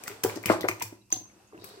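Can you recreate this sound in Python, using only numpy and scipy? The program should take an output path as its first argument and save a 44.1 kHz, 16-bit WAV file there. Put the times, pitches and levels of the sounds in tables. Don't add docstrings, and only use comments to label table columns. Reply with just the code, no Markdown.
import sys
import numpy as np
from scipy import signal
from scipy.io import wavfile

SR = 44100
rng = np.random.default_rng(int(sys.argv[2]) if len(sys.argv) > 2 else 0)


def unload_audio(sound):
    columns = np.transpose(np.atleast_2d(sound))
    steps = np.round(np.clip(columns, -1, 1) * 32767)
    wavfile.write(sys.argv[1], SR, steps.astype(np.int16))


def undo_db(level):
    steps = np.asarray(level, float) / 20
    return 10 ** steps


N = 79380


def at_hz(points, hz):
    pitches, values = np.array(points).T
    return np.interp(np.log(hz), np.log(pitches), values)


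def rms_one(x):
    return x / np.sqrt(np.mean(x ** 2) + 1e-20)


def fade(t, t60):
    return undo_db(-60 * t / t60)


def ring(x, hz, t60):
    r, w = fade(1 / SR, t60), 2 * np.pi * hz / SR
    return signal.lfilter([0, np.sin(w)], [1, -2 * r * np.cos(w), r * r], x + 1e-18)


def peak(x, hz, width):
    r = np.exp(-np.pi * width / SR)
    feedback = [1, -2 * r * np.cos(2 * np.pi * hz / SR), r * r]
    return signal.lfilter([(1 - r * r) / 2, 0, (r * r - 1) / 2], feedback, x)


def narrow(x, hz, width):
    return peak(peak(x, hz, width), hz, width)


# pitch in Hz, likeness from -1 to 1.
LEFT_RIGHT_LIKENESS = [(60, 0.88), (200, 0.5), (500, 0.67), (1500, -0.086), (16000, -0.18)]


def bands(size, gain):
    edges = 25 * 2 ** np.arange(0, 9.6, .5)
    out, white = 0, rng.standard_normal((2, 2, size))
    for k, (low, high) in enumerate(zip(edges, edges[1:])):
        band = signal.butter(2, [low, high], "band", fs=SR, output="sos")
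        mid, side = signal.sosfilt(band, white[k % 2])
        hz = np.sqrt(low * high)
        alike = np.clip(at_hz(LEFT_RIGHT_LIKENESS, hz), -1, 1)
        stereo = np.sqrt(1 + alike) * mid + np.sqrt(1 - alike) * side * [[1], [-1]]
        out = out + gain(hz) * stereo
    return out


# time in seconds, left over right in dB, lag of the left in ms.
BOWL_BEARING = [(0, 1.5, -0.044), (0.601, 5, -0.136), (1.0, -2, -0.28), (1.252, 10, -0.26),
                (1.5, 0.5, 0.27), (1.8, -1, 0.47)]


def add(out, s, x, pan_db=None):
    at, pans_db, lags_ms = np.transpose(BOWL_BEARING)
    if pan_db is None:
        pan_db = np.interp(s, at, pans_db)
    lag_s = np.interp(s, at, lags_ms) / 1000
    for ch, (side, v) in enumerate(zip((.5, -.5), x * np.ones((2, 1)))):
        start = (s + side * lag_s) * SR
        i = int(start)
        k = np.arange(min(len(v), N - i))
        shifted = np.interp(k - start % 1, np.arange(len(v)), v, left=0)
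        out[ch, i:i + len(k)] += undo_db(side * pan_db) * shifted


# pitch in Hz, level in dB.
AIR_COLOUR = [(24, -53), (40, 13.5), (349, -10.5), (2200, -27), (4020, -24.5), (4560, -11), (10800, -16),
              (16500, -35)]
# pitch in Hz, width in Hz, level in dB.
APPLIANCE_HUM = [(114.2, 16, -74), (201.6, 8.7, -69), (312.5, 27, -73.5), (363.5, 17, -70),
                 (2660, 300, -76.5)]


def background():
    air = undo_db(-66) * rms_one(bands(N, lambda hz: undo_db(at_hz(AIR_COLOUR, hz))))
    white = rng.standard_normal((3, N))
    white = white[0] + 0.25 * white[1:]
    hum = sum(undo_db(db) * rms_one(narrow(white, hz, width)) for hz, width, db in APPLIANCE_HUM)
    return air + hum


# time in seconds, level in dB.
STIR_VIGOUR = [(0, -49.5), (0.122, -46.5), (0.216, -52.5), (0.298, -37), (0.416, -54), (0.526, -29.5),
               (.6, -60), (0.718, -57), (.8, -52.5), (0.949, -61.5), (1.048, -80), (1.179, -65.5),
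               (1.4, -61), (1.52, -65.5), (1.622, -56.5), (1.7, -52.5), (1.8, -55)]
# pitch in Hz, level in dB.
SQUELCH_COLOUR = [(250, -14), (500, -10), (1200, -12), (2500, -19.5), (5000, -21), (9000, -21.5),
                  (16000, -42)]


def stirring():
    squelch_per_s, squelch_db, smear_db = 1300, -7, -3.5
    sizes = undo_db(0.55 * np.minimum(rng.exponential(1, N), 4)) * rng.choice([-1, 1], N)
    sizes = sizes * (rng.random(N) < squelch_per_s / SR)
    dealt, pans = rng.integers(0, 16, N), rng.normal(0, 8.3, 16)
    grains = 0
    for k, hz in enumerate(np.geomspace(300, 5000, 16)):
        grain = ring(sizes * (dealt == k), hz, 10 / hz)
        grains = grains + grain * undo_db(at_hz(SQUELCH_COLOUR, hz)) * undo_db([[pans[k]], [-pans[k]]])
    smear = bands(N, lambda hz: undo_db(at_hz(SQUELCH_COLOUR, hz)))
    s, db = np.transpose(STIR_VIGOUR)
    vigour = undo_db(np.interp(np.arange(N) / SR, s, db))
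    return vigour * (undo_db(squelch_db) * rms_one(grains) + undo_db(smear_db) * rms_one(smear))


# start in seconds, peak level in dB,
# thump into the worktop in dB against that peak, left over right in dB.
TINE_TAPS = [(0.037, -31, -22, 3), (0.0785, -26, -17.5, 2.5), (0.235, -28.5, -16, 20.5),
             (.2378, -16, -12, -4), (0.3578, -39, -5, -6), (0.429, -41, -14, 5), (0.4584, -17.5, -8, 5.5),
             (0.6096, -31.5, -0.5, 2), (0.6867, -22.5, -10.5, 2.5), (0.7979, -37, -15.5, 6),
             (0.8214, -25, -22.5, 3), (0.8236, -24.5, -10, 7), (1.1029, -45.5, -40, 1.5),
             (1.1248, -27, -12, 11.5), (1.2023, -49.5, 0, 5), (1.5768, -60, 16.5, 0),
             (1.6423, -37, -37, 10.5), (1.6891, -44, -20, 2)]
# pitch in Hz, level in dB per Hz.
CRACK_COLOUR = [(350, -4.5), (700, -16), (2370, -1.5), (3350, -11.5), (4600, -10), (6300, 4), (9610, -8.5),
                (14600, 0)]
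# pitch in Hz, level in dB, time to fall 60 dB in seconds.
BOWL_MODES = [(2390, -2, .007), (5950, -4, .004), (8540, -7, .004), (1160, -15, .015), (4100, -9, .004),
              (10600, -7, .004)]


def taps():
    rise_s, crack_t60, slide_db, slide_t60 = 0.0012, 0.013, -10, 0.05
    out, t = np.zeros((2, N)), np.arange(SR // 8) / SR
    rise = np.minimum(t / rise_s, 1)
    crack_shape = rise ** 2 * (fade(t, crack_t60) + undo_db(slide_db) * fade(t, slide_t60))
    grit = rms_one(bands(N + SR // 8, lambda hz: undo_db(at_hz(CRACK_COLOUR, hz))))
    spread = rng.normal(0, 1, (len(TINE_TAPS), len(BOWL_MODES), 3, 2, 1))
    for (s, db, _, pan_db), own in zip(TINE_TAPS, spread):
        i = int(s * SR)
        crack = grit[:, i:i + len(t)] * crack_shape
        body = 0
        for (hz, mode_db, t60), (louder, sharper, phase) in zip(BOWL_MODES, own):
            wave = np.sin(2 * np.pi * hz * (1 + 0.0067 * sharper) * t + 2 * phase)
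            body = body + undo_db(mode_db + 2 * louder) * wave * fade(t, t60)
        add(out, s - rise_s / 2, undo_db(db + 2.5) * (crack + body * rise), pan_db)
    return out


def pockets(rows, second):
    rise_per_s, attack_s, hold_cycles, second_ratio = 3.53, 0.00092, 1.25, 1.802
    splat_db, splat_hz, splat_longer = -16, 1800, 1.63
    port_turn_per_khz = 0.63
    out, t = np.zeros((2, N)), np.arange(SR // 6) / SR
    size = N + len(t)
    wet = rng.standard_normal(size) * undo_db(0.82 * np.minimum(rng.exponential(1, size), 4))
    splat_band = signal.butter(2, [600, splat_hz], "band", fs=SR, output="sos")
    wet = rms_one(signal.sosfilt(splat_band, wet) + 0.035 * wet)
    for s, db, hz, t60 in rows:
        t60 = max(t60, .004)
        turn = 2 * np.pi * hz * (t + rise_per_s * t * t / 2)
        turn = turn + port_turn_per_khz * min(hz / 1000, .7) * np.array([[.5], [-.5]])
        tone = np.sin(turn) + second * np.sin(second_ratio * turn)
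        tone = tone * fade(np.maximum(t - hold_cycles / hz, 0), t60)
        splat = undo_db(splat_db) * wet[int(s * SR):][:len(t)] * fade(t, splat_longer * t60)
        add(out, s, undo_db(db - 1.0) * (tone + splat) * np.minimum(t / attack_s, 1))
    return out


# start in seconds, peak level in dB, pitch in Hz,
# time to fall 60 dB in seconds.
SMALL_BUBBLES = [(.061, -39.5, 1926, 0.046), (.073, -38, 1900, 0.022), (.078, -32, 1416, 0.024),
                 (.078, -30, 2130, 0.013), (.297, -25, 2270, 0.013), (.438, -25.5, 2160, 0.008),
                 (.4435, -31, 2280, 0.014), (.49, -18, 2080, 0.022), (.4985, -13, 1385, 0.019),
                 (.506, -24, 1107, 0.065), (.5175, -19, 1050, 0.019), (.632, -26, 1960, 0.017),
                 (.645, -28, 772, 0.067), (.37, -38.5, 863, 0.028), (.535, -25, 816, .06),
                 (1.165, -43.5, 978, 0.036), (.6855, -11, 2127, .015), (1.123, -37.5, 760, 0.08),
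                 (1.658, -46, 4530, 0.035), (.686, -14.5, 1165, 0.015), (.712, -23, 2270, 0.034),
                 (.8135, -29.5, 933, 0.048), (.8165, -25, 910, 0.013), (.086, -38, 1416, 0.032),
                 (1.4, -59, 760, 0.19), (1.104, -46, 970, 0.1), (1.255, -51.5, 1014, 0.042),
                 (1.299, -51, 2200, .02), (1.525, -44, 1110, 0.014), (1.577, -42.5, 2590, .01)]


def bubbles():
    return pockets(SMALL_BUBBLES, 0)


def scrapes(rows, skew):
    clicks_per_s = 2200
    out, shape = np.zeros((2, N)), (3, 2 * N)
    clicks = rng.standard_normal(shape) * undo_db(4.8 * rng.standard_normal(shape))
    clicks = clicks * (rng.random(2 * N) < clicks_per_s / SR)
    clicks = 0.42 * clicks[0] + clicks[1:]
    for s, length, hz, width, db in rows:
        size = int(length * SR)
        rough = rms_one(narrow(clicks[:, int(s * SR):][:, :size], hz, width))
        stroke = np.sin(np.pi * np.linspace(0, 1, size) ** skew)
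        add(out, s, undo_db(db) * rough * stroke)
    return out


# start in seconds, length in seconds, pitch in Hz,
# width in Hz, level in dB.
SOFT_SWISHES = [(.24, 0.067, 10800, 7100, -56), (0.351, 0.034, 5100, 4000, -46),
                (0.455, 0.068, 12100, 7000, -53), (.525, 0.012, 11200, 7930, -56),
                (0.067, 0.087, 2003, 1500, -50.5), (0.069, .03, 6600, 6000, -42),
                (0.681, 0.017, 6300, 5340, -32.5), (0.804, 0.024, 2080, 1180, -41.5),
                (1.113, 0.038, 4000, 5000, -44.5), (1.64, 0.066, 8700, 5000, -56.5),
                (.9, 0.082, 10000, 7940, -67.5), (1.114, 0.096, 4070, 2530, -52),
                (1.47, 0.031, 6620, 400, -63), (1.573, 0.22, 3856, 121, -62.5),
                (1.587, 0.23, 4360, 1470, -57), (1.629, 0.092, 1140, 200, -57.5)]


def swishes():
    return scrapes(SOFT_SWISHES, 0.66)


# start in seconds, peak level in dB, pitch in Hz,
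# time to fall 60 dB in seconds.
EGG_PLOPS = [(0.101, -37.5, 384, 0.15), (0.247, -14, 409, 0.014), (.2495, -19.5, 417, 0.011),
             (.55, -29.5, 333, 0.18), (1.36, -59.5, 316, .2), (0.2575, -21, 392, 0.043),
             (0.3635, -29.5, 313, 0.03), (.4125, -43, 344, 0.04), (.4987, -9.5, 625, 0.038),
             (.4995, -13, 331, 0.043), (.5065, -16, 512, 0.013), (.5165, -16, 570, .015),
             (0.544, -26, 605, 0.043), (.6408, -20.5, 366, 0.063), (.6412, -22, 482, 0.035),
             (.648, -24, 567, 0.039), (.694, -30.5, 598, 0.046), (.502, -22, 209.5, 0.059),
             (.371, -29, 352, 0.045), (0.692, -25.5, 339, 0.096), (0.925, -36, 319, 0.024),
             (1.126, -32, 328, 0.062), (1.165, -41, 287, 0.034), (1.212, -48, 307, 0.043),
             (1.253, -55, 315, 0.029), (1.531, -40.5, 411, 0.0627), (1.545, -41, 324, 0.11),
             (1.571, -48.5, 329, 0.035), (1.587, -45, 326, 0.034), (1.708, -46.5, 385, .05),
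             (1.62, -40.5, 363, 0.027), (1.637, -42, 379, 0.073), (1.738, -46, 410, 0.078),
             (1.774, -43, 367, 0.22)]


def egg_plops():
    return pockets(EGG_PLOPS, undo_db(-11.5))


# pitch in Hz, level in dB, time to fall 60 dB in seconds.
WORKTOP_MODES = [(199.2, -5.5, 0.095), (338.5, -6.5, 0.14), (461, -15, .15), (595.3, -17.5, 0.18),
                 (762, -28, 0.12), (829, -20.5, 0.19), (997.4, -11, 0.36)]


def worktop(plops):
    boom_hz, boom_db, boom_late_s, boom_swell_s, boom_t60 = 107.5, -5.5, .012, 0.022, 0.15
    push = np.zeros(N)
    for s, db, thump_db, *_ in TINE_TAPS:
        push[int(s * SR)] = undo_db(db + thump_db)
    push = signal.lfilter([.05], [1, -.95], push)
    swell = ring(np.roll(push, int(boom_late_s * SR)), boom_hz, np.log(1000) * boom_swell_s)
    boom = ring(swell, boom_hz, boom_t60) / (boom_swell_s * SR / 4)
    shake = push + undo_db(-46.5) * plops
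    return undo_db(boom_db) * boom + sum(undo_db(db) * ring(shake, hz, t60) for hz, db, t60 in WORKTOP_MODES)


# start in seconds, length in seconds, pitch in Hz, width in Hz.
GLAZE_DRAGS = [
    (.465, .10, 2300, 900),
    (.495, .07, 4200, 2000),
    (.607, .04, 3800, 1600),
    (.683, .08, 2200, 600),
    (1.01, .045, 3950, 150),
    (1.125, .12, 735, 70),
    (1.52, .33, 400, 250),
]
GLAZE_DRAG_DB = [-35.5, -43, -39.5, -37, -68.5, -48, -66]


def glaze_drags():
    rows = [(*drag, db) for drag, db in zip(GLAZE_DRAGS, GLAZE_DRAG_DB)]
    return scrapes(rows, 0.19)


# pitch in Hz, level in dB, time to fall 60 dB in seconds.
FORK_MODES = [(6270, 11, 0.029), (5800, -24.5, 0.23), (6240, -24, 0.45), (6470, -35, 0.41), (6435, -35, .3),
              (6760, -37, .23)]


def fork():
    start_s, level_db, pan_db, attack_s = 1.1245, -17.5, -4, 0.0021
    out, t = np.zeros((2, N)), np.arange(SR // 2) / SR
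    tone = sum(undo_db(db) * np.sin(2 * np.pi * hz * t) * fade(t, t60) for hz, db, t60 in FORK_MODES)
    add(out, start_s, undo_db(level_db) * tone * np.minimum(t / attack_s, 1), pan_db)
    return out


# pitch in Hz, time to fall 60 dB in seconds.
ROOM_DECAY = [(100, 0.49), (300, 0.42), (800, 0.39), (2000, 0.36), (5000, 0.32), (13000, 0.23)]


def kitchen(x):
    level_db, tilt_db_per_octave, onset_s = -3, 2, 0.0029
    t = np.arange(SR // 2) / SR

    def decay(hz):
        return fade(t, at_hz(ROOM_DECAY, hz)) * undo_db(tilt_db_per_octave * np.log2(hz / 1000))

    tail = bands(len(t), decay) * np.minimum(t / onset_s, 1) ** 2
    tail = rms_one(tail) / np.sqrt(len(t))
    return undo_db(level_db) * signal.fftconvolve(x[None], tail, axes=1)[:, :N]


def scene():
    plops = egg_plops()
    near = stirring() + taps() + bubbles() + swishes() + plops
    near = near + worktop(plops.mean(0)) + glaze_drags() + fork()
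    return near + kitchen(near.mean(0)) + background()


# pitch in Hz, width in Hz, depth from 0 to 1.
PORT_NOTCHES = [(9550, 550, 0.72), (3150, 300, 0.03), (6795, 270, 1)]


def microphone_ports(x):
    for hz, width, depth in PORT_NOTCHES:
        x = x - np.clip(depth, 0, 1) * peak(x, hz, width)
    return x


def band_limit(x):
    return signal.sosfilt(signal.butter(12, 16960, fs=SR, output="sos"), x)


def record(dry):
    mix = microphone_ports(dry)
    mix = signal.sosfilt(signal.cheby2(12, 22, 16100, fs=SR, output="sos"), mix)
    mix = signal.sosfilt(signal.butter(3, 72, "high", fs=SR, output="sos"), mix)
    mix = signal.sosfilt(signal.cheby2(12, 50, 17250, fs=SR, output="sos"), mix)
    return band_limit(mix)


dry = scene()
out = record(dry)
unload_audio(out)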